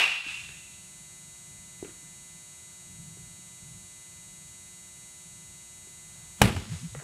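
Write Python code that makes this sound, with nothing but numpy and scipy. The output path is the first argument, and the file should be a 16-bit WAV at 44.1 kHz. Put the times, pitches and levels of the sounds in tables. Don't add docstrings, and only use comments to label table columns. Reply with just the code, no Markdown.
import sys
import numpy as np
from scipy import signal
from scipy.fft import rfft, irfft
from scipy.io import wavfile
from scipy.ndimage import uniform_filter1d

SR = 44100
rng = np.random.default_rng(int(sys.argv[2]) if len(sys.argv) > 2 else 0)


def transcribe(signal):
    frames = np.atleast_2d(signal).T
    limited = np.clip(frames, -1, 1)
    pcm = np.round(limited * 32767).astype(np.int16)
    wavfile.write(sys.argv[1], SR, pcm)


def undo_db(level):
    steps = np.asarray(level, float) / 20
    return 10 ** steps


N = 310023
LEAD = SR // 10
T = (np.arange(N + LEAD) - LEAD) / SR

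BUZZ_HZ = 120.047
MULTIPLES = np.arange(3, 128)
# (band [Hz], t60 [s])
CAGE_DECAY = [(125, 0.48), (300, 0.33), (700, 0.37), (1500, 0.36), (3000, 0.38), (6000, 0.1), (10000, 0.3),
              (15000, 0.092)]


def colour(x, points):
    hz, db = np.transpose(points)
    size = 8192
    f = np.maximum(np.arange(size // 2 + 1) * SR / size, 1)
    log_gain = np.interp(np.log(f), np.log(hz), db) * np.log(10) / 20
    cepstrum = irfft(log_gain)
    cepstrum[1:size // 2] *= 2
    cepstrum[size // 2 + 1:] = 0
    response = irfft(np.exp(rfft(cepstrum)))
    return signal.fftconvolve(x, response)[:len(x)]


def noise_of_density(points):
    return colour(rng.standard_normal(len(T)), points) * np.sqrt(SR / 2)


def walk(rate):
    hold = int(SR / rate)
    levels = rng.standard_normal(len(T) // hold + 1)
    steps = np.repeat(levels, hold)[:len(T)]
    wander = uniform_filter1d(uniform_filter1d(steps, hold), hold)
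    return wander / wander.std()


def fade(t, t60):
    return (t >= 0) * undo_db(-60 * np.maximum(t, 0) / t60)


def ring(start, modes):
    out = np.zeros(len(T))
    first = np.searchsorted(T, start)
    t = T[first:first + SR] - start
    for hz, db, t60 in modes:
        out[first:first + SR] += undo_db(db) * fade(t, t60) * np.sin(2 * np.pi * hz * t)
    return out


def snap(start, width):
    u = (T - start) / width
    return (1 - 2 * u ** 2) * np.exp(-u ** 2)


def tail(x, decays, gap, grain_db):
    t = np.arange(3 * SR // 2) / SR
    returns = rng.standard_normal(len(t)) * undo_db(grain_db * walk(400)[:len(t)])
    spectrum = rfft(returns)
    log_f = np.log(np.arange(len(t) // 2 + 1) * SR / len(t) + 1)
    centres = np.log(np.array(decays)[:, 0])
    answer = np.zeros(len(t))
    for own, (_, t60) in zip(np.eye(len(decays)), decays):
        band = irfft(spectrum * np.interp(log_f, centres, own), len(t))
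        answer += band * fade(t - gap, t60)
    return signal.fftconvolve(x, answer)[:len(x)] / np.sqrt(np.sum(answer ** 2))


def ping():
    # (mode [Hz], level [dB])
    barrel_modes = [(1700, -38), (2040, -32), (2286, -53), (2380, -58), (2472, -36), (2538, -19.5),
                    (2700, -21.5), (2743, -18), (2915, -33), (2940, -26), (3510, -41)]
    # (frequency [Hz], level [dB])
    crack_colour = [(150, -38), (400, -17), (1000, -16), (1800, -18.5), (3000, -2), (4500, -15.5),
                    (8500, -24), (16000, -38)]
    ping_s, barrel_t60_s = -.03, .065
    barrel = ring(ping_s, [(hz, db, barrel_t60_s) for hz, db in barrel_modes])
    contact = 1. * (np.arange(len(T)) == np.searchsorted(T, ping_s))
    return barrel, colour(contact, crack_colour)


def slam():
    # (time [s], ring level [dB], snap level [dB])
    contacts = [
        (6.4164, 0, -9),
        (6.4177, -5.5, 1.5),
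        (6.4182, -14, -9),
        (6.42, -13, -7),
        (6.428, -5, -30),
        (6.4585, -22, -44),
        (6.4693, -25, -44),
        (6.497, -17, -46),
        (6.5640, -19, -40),
    ]
    # (mode [Hz], level [dB], t60 [s])
    screen_modes = [(62, -22, .3), (273, -18.5, 0.16), (380, -21, 0.33), (480, -19, 0.078),
                    (582, -23, 0.029), (747, -14, 0.03), (824, -13.5, 0.066), (1233, -15, 0.064),
                    (1580, -17.5, 0.039), (2430, -8, 0.011), (2920, -14.5, 0.029), (3740, -21, 0.015)]
    # (time [s], level [dB])
    shakes = [
        (6.417, 1),
        (6.564, -21.5),
        (6.72, -35.5),
    ]
    # (frequency [Hz], level [dB])
    rattle_colour = [(60, 9), (200, 13), (800, -1), (2500, -3), (4000, -5.5), (8000, -9), (13000, -17.5),
                     (16500, -22)]
    # (centre [s], pitch [Hz], level [dB])
    swings = [(6.433, 198.5, -18), (6.451, 107, -11.5), (6.502, 110, -35), (6.574, 89, -20.5),
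              (6.68, 212, -37), (6.714, 113, -29.5), (6.735, 158, -30), (6.756, 89, -34),
              (6.82, 126, -39.5), (6.854, 165.4, -31.5), (6.835, 238, -44.5), (6.89, 62, -45),
              (6.933, 109, -40.5), (6.96, 62, -46), (6.98, 144, -35.5)]
    boom_half_s = .019
    hit = np.zeros(len(T))
    for s, db, snap_db in contacts:
        hit += undo_db(db) * ring(s, screen_modes) + undo_db(snap_db) * snap(s, .00004)
    push = np.zeros(len(T))
    for s, db in shakes:
        push[np.searchsorted(T, s)] = undo_db(db)
    jolt = undo_db(21) * colour(push, rattle_colour)
    booms = np.zeros(len(T))
    for s, hz, db in swings:
        swell = np.exp(-((T - s) / boom_half_s) ** 2)
        booms += undo_db(db) * swell * np.cos(2 * np.pi * hz * (T - s))
    return hit + tail(jolt, CAGE_DECAY, gap=0.00074, grain_db=2.5) + booms, jolt


def taps():
    # (time [s], thud level [dB], thud pitch [Hz], tick level [dB])
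    touches = [(0.264, -38.5, 300, -60), (0.491, -53, 405, -44), (1.095, -59, 805, -50),
               (1.8268, -24.5, 370, -51), (1.847, -33.5, 417, -37.5), (1.853, -36.5, 298, -45),
               (1.88, -39, 323, -57), (1.892, -42, 330, -47), (2.029, -51, 295, -54),
               (2.716, -51, 1530, -64), (2.823, -56, 705, -60), (2.863, -53, 330, -65),
               (3.171, -45, 380, -62), (3.391, -53, 303, -64), (4.969, -59, 404, -76),
               (5.872, -47.5, 380, -69), (6.409, -25, 150, -53), (6.9504, -33, 480, -40),
               (6.954, -41.5, 256, -48), (6.991, -37, 2250, -42), (7, -47, 604, -43.5),
               (7.013, -47, 696, -44), (7.022, -41, 450, -58), (7.027, -46, 907, -50)]
    thud_t60_s, tick_t60_s = 0.034, 0.0092
    clip_s, clip_db = 6.9496, -25
    thuds, starts = np.zeros(len(T)), np.zeros(len(T))
    for s, db, hz, tick_db in touches:
        thuds += ring(s, [(hz, db, thud_t60_s), (1.73 * hz, db - 16.5, thud_t60_s / 2)])
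        starts[np.searchsorted(T, s)] = undo_db(tick_db + 1.5)
    tick_level = signal.lfilter([1], [1, -undo_db(-60 / (tick_t60_s * SR))], starts)
    ticks = rng.standard_normal(len(T)) * tick_level
    ticks = colour(ticks, [(300, 1), (900, 3.5), (1900, 11.5), (3000, 1), (4500, -25), (12000, -54)])
    clip = undo_db(clip_db) * np.exp(-np.abs(T - clip_s) / .0001)
    direct = colour(thuds, [(1200, -1.0), (3500, -21), (8000, -54)]) + ticks + clip
    return direct + undo_db(-17) * tail(direct + undo_db(11.5) * ticks, CAGE_DECAY, gap=0.0096, grain_db=2.0)


def flight():
    # (time [s], level [dB])
    approach = [
        (5.95, -122),
        (6.1, -59.5),
        (6.25, -56),
        (6.36, -67),
        (6.41, -40),
        (6.43, -86),
    ]
    rush = colour(rng.standard_normal(len(T)), [(300, -9), (900, 3.5), (1600, -1), (3500, -1), (9000, -14)])
    return rush * undo_db(np.interp(T, *np.transpose(approach)))


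def buzz_db():
    # (centre [Hz], width [Hz], level [dB])
    lamp_resonances = [(325, 130, -70.9), (653, 171, -73.3), (932, 206, -73.6), (1332, 484, -76.4), (2356, 594, -77.4),
                       (2882, 316, -73.5), (3366, 471, -76.8), (3879, 90, -61.5), (4137, 108, -70.2),
                       (4431, 174, -68.0), (5192, 924, -78.7), (5743, 277, -70.2), (6072, 90, -63.2),
                       (6367, 190, -67.2),
                       (6671, 145, -55.5), (7167, 212, -58.9), (7813, 315, -63.1), (8100, 90, -52.0),
                 (8421, 90, -59.1), (8584, 227, -65.8), (9221, 237, -65.3), (10172, 395, -65.4),
                 (10662, 222, -71.5), (11365, 90, -69.3), (11700, 90, -67.2), (12102, 90, -73.2),
                 (12417, 280, -81.2), (14341, 1316, -86.4)]
    hz = BUZZ_HZ * MULTIPLES
    power = undo_db(-200)
    for centre, width, db in lamp_resonances:
        power = power + undo_db(2 * db) / (1 + (2 * (hz - centre) / width) ** 2) ** 2
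    return 10 * np.log10(power)


def ballast_buzz(smear=1.875, half_db=-24, hiss_db=-31, dip_db=6):
    size, levels = 32768, buzz_db()
    lines = np.zeros(size // 2 + 1, complex)
    phases = np.cumsum(smear * rng.standard_normal(len(levels)))
    lines[2 * MULTIPLES] = undo_db(levels) * np.exp(1j * phases)
    nearby_db = 10 * np.log10(uniform_filter1d(undo_db(2 * levels), size=3))
    chance = rng.standard_normal((2, len(levels)))
    lines[2 * MULTIPLES + 1] = undo_db(nearby_db + half_db) * (chance[0] + 1j * chance[1])
    cycle = irfft(lines) * size / np.sqrt(2)
    buzz = np.interp(BUZZ_HZ / 2 * T % 1, np.arange(size) / size, cycle, period=1)
    on_lines = np.transpose([BUZZ_HZ * MULTIPLES, nearby_db + hiss_db])
    between = on_lines + [BUZZ_HZ / 2, -dip_db]
    return buzz + noise_of_density(np.stack([on_lines, between], axis=1).reshape(-1, 2))


def ballast_whine(wander_hz=1.37):
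    # (distance from the carrier [buzz multiples], level [dB])
    sidebands = [(-11, -88), (-5, -85), (-4, -81.5), (-2, -77), (-1, -91), (0, -65), (1, -76), (3, -76),
                 (4, -83), (5, -83), (7, -81), (15, -78.5), (18, -77.5)]
    whine_hz, second_hz, second_db = 2023.4, 3805, -76
    phase = 2 * np.pi * np.cumsum(whine_hz + wander_hz * walk(7.3)) / SR
    whine = undo_db(second_db) * np.sin(phase * second_hz / whine_hz)
    for k, db in sidebands:
        whine += undo_db(db) * np.sin(phase + 2 * np.pi * (k * BUZZ_HZ * T + rng.random()))
    return np.sqrt(2) * whine * undo_db(1.0 * walk(15))


def air(split_hz=240, deep_hz=95):
    # (frequency [Hz], density [dB per Hz])
    air_colour = [(25, -78), (55, -79.5), (85, -77), (115, -78), (175, -74.5), (225, -89), (330, -98.5),
                  (480, -105), (1500, -107), (3800, -104), (5000, -108), (8000, -104), (10500, -112),
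                 (15000, -120)]
    # (centre [s], half length [s], level [dB])
    gusts = [
        (.7, 0.19, 1.9),
        (1.4, 0.27, 6),
        (2.2, 0.34, 2),
        (3.5, 0.93, 7.5),
    ]
    rumble_db, wander_db = -5, 2.5
    noise = noise_of_density(air_colour)
    low = signal.sosfiltfilt(signal.butter(2, split_hz, fs=SR, output="sos"), noise)
    deep = signal.sosfiltfilt(signal.butter(2, deep_hz, fs=SR, output="sos"), noise)
    gust_db = sum(db * np.exp(-((T - s) / half) ** 2) for s, half, db in gusts)
    flutter_db = rumble_db + 1.2 * walk(14) + wander_db * walk(5.13)
    return noise - low + (low - deep) * undo_db(flutter_db + gust_db) + deep * undo_db(flutter_db + 1.0)


def scene():
    # (band [Hz], t60 [s])
    hall_decay = [(125, 0.096), (300, 0.42), (600, 0.58), (1000, 0.85), (2000, 0.98), (4000, 1.24),
                  (8000, 1.14), (14000, 0.73)]
    wall_delay_s, wall_db = 0.28, -37
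    barrel, crack = ping()
    far = undo_db(8.5) * barrel + undo_db(24.5) * crack
    far = far + undo_db(wall_db) * np.roll(far, int(wall_delay_s * SR))
    near, jolt = slam()
    small = taps()
    into_hall = far + undo_db(-10.5) * jolt + undo_db(-14.0) * small
    wet = tail(into_hall, hall_decay, gap=0.0072, grain_db=1.5)
    blows = undo_db(28.5) * barrel + near + small + wet + flight()
    return (blows + ballast_buzz() + ballast_whine() + air())[None, LEAD:]


def duck_db():
    # (blow [s], gain at first [dB], gain before letting go [dB])
    ducks = [
        (-.03, 0.5, -6),
        (6.415, -7.5, -4.5),
    ]
    attack_s, hold_s, release_s = 0.013, 0.25, 0.061
    steps = np.cumsum([0, attack_s, hold_s, release_s])
    return sum(np.interp(T, s + steps, [0, first_db, last_db, 0]) for s, first_db, last_db in ducks)


def drop_quiet_treble(x):
    # (low edge [Hz], high edge [Hz], share of the time [0-1])
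    gaps = [(10930, 11200, .55), (11940, 12060, .5), (12200, 12290, .7), (12700, 12920, 1),
            (12920, 13020, .75), (13020, 13600, 1), (14390, 14530, .7), (14800, 14920, .4),
            (15320, 16000, 1)]
    frame = 2048
    f = np.arange(N // 2 + 1) * SR / N
    whole = rfft(x)
    for lo, hi, share in gaps:
        band = irfft(whole * ((f > lo) & (f < hi)), N)
        quiet = uniform_filter1d(band ** 2, size=1024) < undo_db(-2 * 70)
        chosen = np.repeat(rng.random(N // frame + 1) < share, frame)[:N]
        x = x - band * uniform_filter1d(1. * (quiet & chosen), size=512)
    return x


def roll_off(x):
    return signal.sosfilt(signal.butter(12, 15820, fs=SR, output="sos"), x)


def record(dry):
    x = signal.sosfilt(signal.butter(3, 42, "high", fs=SR, output="sos"), dry)
    x = np.tanh(0.9 * x * undo_db(duck_db()[LEAD:])) / 0.86
    return roll_off(drop_quiet_treble(x))


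dry = scene()
out = record(dry)
transcribe(out)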